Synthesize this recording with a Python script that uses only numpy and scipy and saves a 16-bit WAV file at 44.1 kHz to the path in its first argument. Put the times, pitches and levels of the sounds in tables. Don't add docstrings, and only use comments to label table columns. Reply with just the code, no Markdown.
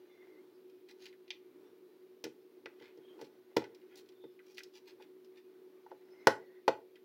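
import sys
import numpy as np
from scipy import signal
from scipy.fft import rfft, irfft
from scipy.io import wavfile

SR = 44100
rng = np.random.default_rng(int(sys.argv[2]) if len(sys.argv) > 2 else 0)


def to_wav(sig):
    pcm = np.clip(np.atleast_2d(sig), -1, 1) * 32767
    pcm = np.round(pcm).astype(np.int16)
    wavfile.write(sys.argv[1], SR, pcm.T)


N = 310464
TIME = np.arange(N) / SR
RING_SAMPLES = int(.2 * SR)


def undb(db):
    return 10 ** (np.asarray(db) / 20)


def level(x, db):
    return x * undb(db) / np.sqrt(np.mean(x ** 2))


def unit_hit(x):
    return x * np.sqrt(.02 * SR / np.sum(x ** 2))


def colour(x, curve):
    hz, db = np.transpose(curve)
    bins_hz = np.maximum(np.fft.rfftfreq(len(x), 1 / SR), 1)
    return irfft(rfft(x) * undb(np.interp(np.log(bins_hz), np.log(hz), db)), len(x))


def wander(rate):
    points = rng.standard_normal(int(N / SR * rate) + 2)
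    return np.interp(TIME * rate, np.arange(len(points)), points)


def add(track, start_s, x):
    i = max(int(start_s * SR), 0)
    track[i:i + len(x)] += x[:max(N - i, 0)]


# frequency in Hz, gain in dB.
HISS_EQ = [(100, -9), (4000, -2), (8000, -16), (11000, -8.5), (15500, -4)]
def microphone_hiss():
    return level(colour(rng.standard_normal(N), HISS_EQ), -76.5)


# frequency in Hz, relative level in dB.
HUM_TONES = [(120, -92), (185.5, -86), (240, -80), (360, -65.5), (371, -60), (480, -84)]
# frequency in Hz, gain in dB.
AIR_EQ = [(60, -30.5), (120, -25.5), (175, -22.5), (250, -9), (325, 1.5), (380, -0.5), (420, -0.5),
          (470, -3), (505, -18), (550, -12), (680, -24.5), (1150, -23), (3000, -37.5), (7000, -44.5)]
def fan(tone_db=-1, air_db=-65, waver_db=1.06, swirl_db=3.5, flutter_db=2.5):
    tones = np.zeros(N)
    for hz, db in HUM_TONES:
        phase = 2 * np.pi * (hz * TIME + rng.random()) + .25 * wander(3)
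        gain = undb(db + waver_db * wander(1.9) + flutter_db * wander(24))
        tones += np.sqrt(2) * gain * np.sin(phase)
    air = level(colour(rng.standard_normal(N), AIR_EQ), air_db) * undb(swirl_db * wander(5))
    return undb(tone_db) * tones + air


# delay in seconds, gain in dB.
EARLY_ECHOES = [(.0029, -18), (.0076, -18), (0.0127, -20.5)]
# band centre in Hz, relative level in dB, seconds to fall 60 dB.
TAIL_BANDS = [(125, -9.5, 0.27), (400, -14.5, 0.37), (900, -16.5, 0.23), (1940, -13, 0.21),
              (5000, -15.5, 0.17), (8000, -13.5, .22), (14000, -19.5, .16)]
def room(x, gap_s=.006, build_s=.016):
    n = SR // 2
    t = np.arange(n) / SR
    hz, db, t60 = np.transpose(TAIL_BANDS)
    log_hz = np.log(np.maximum(np.fft.rfftfreq(n, 1 / SR), 1))
    noise, response = rfft(rng.standard_normal(n)), np.zeros(n)
    for share, band_db, band_t60 in zip(np.eye(len(TAIL_BANDS)), db, t60):
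        band = irfft(noise * np.interp(log_hz, np.log(hz), share), n)
        fade = np.clip((t - gap_s) / build_s, 0, 1) * np.exp(-np.log(1000) * t / band_t60)
        response += band * undb(band_db) * fade / np.sqrt(np.sum(fade ** 2))
    for delay, echo_db in EARLY_ECHOES:
        response[int(delay * SR)] += undb(echo_db)
    return x + signal.fftconvolve(x, response)[:N]


# time in seconds, relative level in dB.
HAND_MOVES = [(0.0, -71), (0.25, -70), (0.43, -74.5), (2.0, -75), (2.51, -76), (2.78, -71.5), (3.69, -72),
              (4.24, -75.5), (4.61, -75), (5.02, -75), (5.67, -74), (6.27, -67.5), (6.33, -70.5),
              (7.04, -76.5)]
def hand_motion(rest_db=-78.5):
    gain = undb(np.interp(TIME, *np.transpose(HAND_MOVES)))
    return np.sqrt(np.maximum(gain ** 2 - undb(rest_db) ** 2, 0))


def rustle(gain_db=-2.5, flutter_db=2.5, grain_db=3):
    fibres = rng.standard_normal(N) * undb(grain_db * wander(430))
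    brush = colour(fibres, [(100, -10), (300, 0.5), (600, 6), (1300, -6.5), (2000, -3.5),
                            (4000, -17.5), (8000, -29), (16000, -34)])
    return level(brush, gain_db) * hand_motion() * undb(flutter_db * wander(44))


def rough_tone(hz, jitter_hz, flutter_db=4):
    phase = 2 * np.pi * np.cumsum(hz + jitter_hz * wander(300)) / SR
    return np.sqrt(2) * np.sin(phase) * undb(flutter_db * wander(70))


# start and length in seconds, pitch in Hz, relative level in dB.
THIN_WHISTLES = [(.08, 0.35, 2075, -69), (3.0, 0.18, 3220, -66.5), (4.14, .18, 3580, -67.5),
                 (6.11, 0.18, 2066, -66), (6.32, 0.33, 1915, -68)]
def whistles(jitter_hz=85, rasp_hz=350, rasp_db=-8, sag_per_s=.08, fade_s=0.078):
    out = np.zeros(N)
    for start, length, hz, db in THIN_WHISTLES:
        swell = np.clip(np.minimum(TIME - start, start + length - TIME) / fade_s, 0, 1)
        pitch = hz * (1 - sag_per_s * (TIME - start - length / 2))
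        whistle = rough_tone(pitch, jitter_hz) + undb(rasp_db) * rough_tone(pitch, rasp_hz)
        out += undb(db) * swell * whistle
    return out


def ring(modes, weight_db, scatter_db, phase_spread, push_s):
    hz, db, t60 = np.transpose(modes)[:, :, None]
    size, phase = rng.standard_normal((2, len(modes), 1))
    t = np.arange(RING_SAMPLES) / SR
    waves = np.sin(2 * np.pi * hz * t + phase_spread * phase) * np.exp(-np.log(1000) * t / t60)
    gains = undb(db + weight_db(hz) + scatter_db * size)
    return np.sum(gains * waves, axis=0) * (1 - np.exp(-t / push_s))


def crack(curve, rise_s, t60):
    t = np.arange(RING_SAMPLES) / SR
    envelope = (1 - np.exp(-(t / rise_s) ** 2)) * np.exp(-np.log(1000) * t / t60)
    return unit_hit(colour(rng.standard_normal(RING_SAMPLES), curve) * envelope)


def snap_level(metal_db, centre_hz, offset_db=-13.5, db_per_octave=15.5):
    return metal_db + offset_db + db_per_octave * np.log2(centre_hz / 3560)


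# frequency in Hz, relative level in dB, seconds to fall 60 dB.
BOARD_MODES = [(776, -14, .045), (868, 3.5, 0.035), (940, -4, 0.039), (1026, -8, 0.022),
               (1183, -6.5, 0.026), (1392, -10.5, 0.049), (1496, 1, 0.024), (1500, -10, .012),
               (1820, -11, .016), (1884, -2.5, .032)]
METAL_MODES = [(1978, -6.5, 0.047), (2132, -4.5, .02), (2336, 1.5, 0.0078), (2497, 1, 0.016),
               (2870, 1, 0.011), (3197, -4, 0.019), (3524, -0.5, 0.011), (4002, -7, 0.025),
               (4340, -1, 0.014), (4707, 2.5, 0.012), (5190, -1, 0.016), (5640, -2.5, 0.015),
               (5890, -5.5, 0.018), (6550, -11, 0.013)]
# frequency in Hz, gain in dB.
CLACK_EQ = [(600, -21.5), (1500, 5), (2400, -6), (5200, -10.5), (7500, -21.5), (16000, -28.5)]
SNAP_EQ = [(3000, -26.5), (6000, 2.5), (7800, -1.5), (9000, -10.5), (10300, -0.5), (11200, -5),
           (12300, -4.5), (13800, -4.5), (15500, -1)]
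def contact(length_s, board_db, metal_db, centre_hz, snap_db, focus_db, clack_db=-7):
    def focus(hz):
        return -focus_db * np.log2(hz / centre_hz) ** 2

    def soften(hz):
        return -10 * np.log10(1 + (hz * length_s / 3) ** 4)

    board = ring(BOARD_MODES, soften, scatter_db=.8, phase_spread=.45, push_s=.6 * length_s)
    metal = ring(METAL_MODES, focus, scatter_db=3.0, phase_spread=2.68, push_s=0.25 * length_s)
    clack = crack([(hz, db + focus(hz)) for hz, db in CLACK_EQ], rise_s=1.3 * length_s, t60=0.041)
    snap = crack(SNAP_EQ, rise_s=0.5 * length_s, t60=0.0098)
    terminal = 0.62 * unit_hit(metal) + undb(clack_db) * clack
    return undb(board_db) * unit_hit(board) + undb(metal_db) * terminal + undb(snap_db) * snap


def flickering_tones(gain_db=-7, flicker_db=6, tilt_db_per_octave=-3.0, jitter_hz=40):
    out = np.zeros(N)
    for hz, db, _ in BOARD_MODES + METAL_MODES:
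        gain = undb(db / 2 + tilt_db_per_octave * np.log2(hz / 1000) + flicker_db * wander(9))
        out += gain * rough_tone(hz, jitter_hz)
    return level(out, gain_db) * hand_motion()


# middle and half-length in seconds, level in dB, centre in Hz.
SLIDES = [(0.903, 0.036, -60, 3600), (1.043, 0.088, -60, 3800), (2.814, 0.058, -62, 2400),
          (2.866, 0.1, -63, 2480), (3.233, 0.085, -66.5, 3340), (3.928, 0.063, -67, 2100),
          (3.985, 0.053, -59, 4470), (4.515, 0.16, -69.5, 4060), (4.763, 0.062, -60, 3600),
          (4.89, 0.057, -60, 3280), (5.019, 0.044, -62, 2980), (5.379, 0.044, -65, 2880)]
def scrapes(slips_per_s=1500, board_db=-14, focus_db=11, slip_s=0.0019, grit_db=4):
    out = np.zeros(N)
    for middle, half_length, db, centre_hz in SLIDES:
        n = int(2 * half_length * SR)
        sizes = rng.standard_normal(SR) * undb(grit_db * rng.standard_normal(SR))
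        slipping = rng.random(SR) < slips_per_s / SR
        slips = (slipping * sizes)[:n] * np.hanning(n) ** 2
        snap_db = snap_level(0, centre_hz, offset_db=-11)
        scrape = signal.fftconvolve(slips, contact(slip_s, board_db, 0, centre_hz, snap_db, focus_db))
        add(out, middle - half_length, undb(db) * scrape * np.sqrt(n / 4 / np.sum(scrape ** 2)))
    return out


# start and contact length in seconds, relative level in dB, metal centre in Hz.
TOUCHES = [(.888, 0.018, -60.5, 2940), (1.056, 0.0049, -52.5, 3440), (1.064, 0.0049, -55.5, 3200),
           (1.127, .015, -63, 2290), (3.747, 0.006, -63.5, 4170), (3.956, 0.0074, -61, 5030),
           (4.0885, 0.005, -64.5, 4160), (4.391, 0.014, -59.5, 1750), (4.572, 0.0043, -56, 3600),
           (4.5809, 0.0017, -44, 3100), (4.590, 0.0049, -53, 4500), (4.604, 0.0018, -51.5, 1790),
           (4.634, 0.0034, -54, 4850), (6.956, 0.012, -61.5, 2640)]
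FIDDLE_SPANS = [(.45, .7), (3.8, 4.56), (5.1, 5.3)]
def ticks(focus_db=13, board_db=-24.5, faint_per_s=5, faint_db=-70, faint_hz=3700, faint_s=.012):
    out, touches = np.zeros(N), list(TOUCHES)
    for start, end in FIDDLE_SPANS:
        count = int(round(faint_per_s * (end - start)))
        for when, softness, pitch in rng.uniform(-1.1, 1, (count, 3)):
            onset = start + (end - start) * (when + 1) / 2
            touches.append((onset, faint_s, faint_db - 5 * softness, faint_hz * 2 ** (pitch / 2)))
    for start, length, db, centre_hz in touches:
        tick = contact(length, db + board_db, db, centre_hz, snap_level(db, centre_hz), focus_db)
        add(out, start, tick)
    return out


# start and contact length in seconds, relative level in dB.
SHAFT_HITS = [(1.279, 0.012, -62.5), (1.3052, 0.0006, -39), (1.311, 0.0027, -43.5)]
# frequency in Hz, relative level in dB, seconds to fall 60 dB.
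SHAFT_MODES = [(2460, -3, 0.069), (4430, -9, .14)]
def clinks(shaft_db=-15):
    out = np.zeros(N)
    for start, length, db in SHAFT_HITS:
        shaft = ring(SHAFT_MODES, np.zeros_like, scatter_db=3.0, phase_spread=2.5, push_s=length)
        strike = contact(length, board_db=-25, metal_db=0, centre_hz=3200,
                         snap_db=-40, focus_db=19, clack_db=-11)
        add(out, start, undb(db) * (strike + undb(shaft_db) * unit_hit(shaft)))
    return out


# start and contact length in seconds,
# relative levels of desk, board and metal in dB, metal centre in Hz.
DESK_HITS = [(2.2398, 0.0085, -41.5, -56.5, -43.5, 4140), (2.265, 0.0039, -44.5, -60, -64, 3000),
             (2.6582, 0.003, -50, -57.5, -47, 1650), (2.811, 0.0052, -53, -67, -82, 2400),
             (2.974, 0.0079, -52.5, -80, -74, 4500), (3.191, 0.033, -63, -59.5, -67.5, 2570),
             (3.213, 0.013, -45, -55.5, -56.5, 4200), (3.565, 0.026, -56, -36, -44.5, 4520),
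             (3.568, 0.0013, -25, -38, -35.5, 3320), (3.62, 0.0036, -50, -51.5, -59.5, 2500),
             (3.64, 0.024, -64, -56, -54, 2210), (4.239, 0.0074, -48, -63.5, -71, 1620),
             (4.999, 0.027, -66.5, -60.5, -88, 2800), (5.863, .0088, -75, -55.5, -81, 1700),
             (5.915, 0.0057, -52.5, -50.5, -71, 1700), (6.2706, 0.0017, -19.5, -17.5, -26.5, 3900),
             (6.6791, 0.0036, -24, -24, -34.5, 3100)]
# frequency in Hz, relative level in dB, seconds to fall 60 dB.
DESK_MODES = [(143, -25.5, 0.2), (195, -24.5, 0.097), (254.5, -16, 0.11), (327.3, -5.5, 0.11),
              (407, 0, 0.055), (456.6, 6, 0.071), (525, 2.5, 0.061), (668, -5.5, 0.059)]
def knocks(focus_db=4, tilt_share=0.11, pivot_hz=490):
    out = np.zeros(N)
    for start, length, desk_db, board_db, metal_db, centre_hz in DESK_HITS:
        bright_db = np.clip(8.5 + 1.7 * (board_db - desk_db), -26, 10)

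        def brighten(hz):
            octaves = np.log2(hz / pivot_hz)
            return bright_db / 2 * np.tanh(5 * octaves) + tilt_share * max(bright_db, 0) * octaves

        thud = ring(DESK_MODES, brighten, scatter_db=.6, phase_spread=.15, push_s=.8 * length)
        click = contact(length, board_db, metal_db, centre_hz, snap_level(metal_db, centre_hz), focus_db)
        add(out, start, undb(desk_db) * unit_hit(thud) + click)
    return out


def scene():
    work = undb(-0.5) * knocks() + undb(-2.0) * (ticks() + clinks()) + scrapes()
    whistling = undb(-5.5) * whistles()
    hiss = microphone_hiss()
    return (room(work + whistling) + flickering_tones() + rustle() + fan() + hiss)[None]


def record(dry):
    rounded = .7 * np.tanh(dry / .7)
    low_cut = signal.ellip(4, .3, 30, 108, "highpass", fs=SR, output="sos")
    high_cut = signal.ellip(10, .2, 70, 15900, fs=SR, output="sos")
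    return signal.sosfilt(high_cut, signal.sosfilt(low_cut, rounded))


dry = scene()
out = record(dry)
to_wav(out)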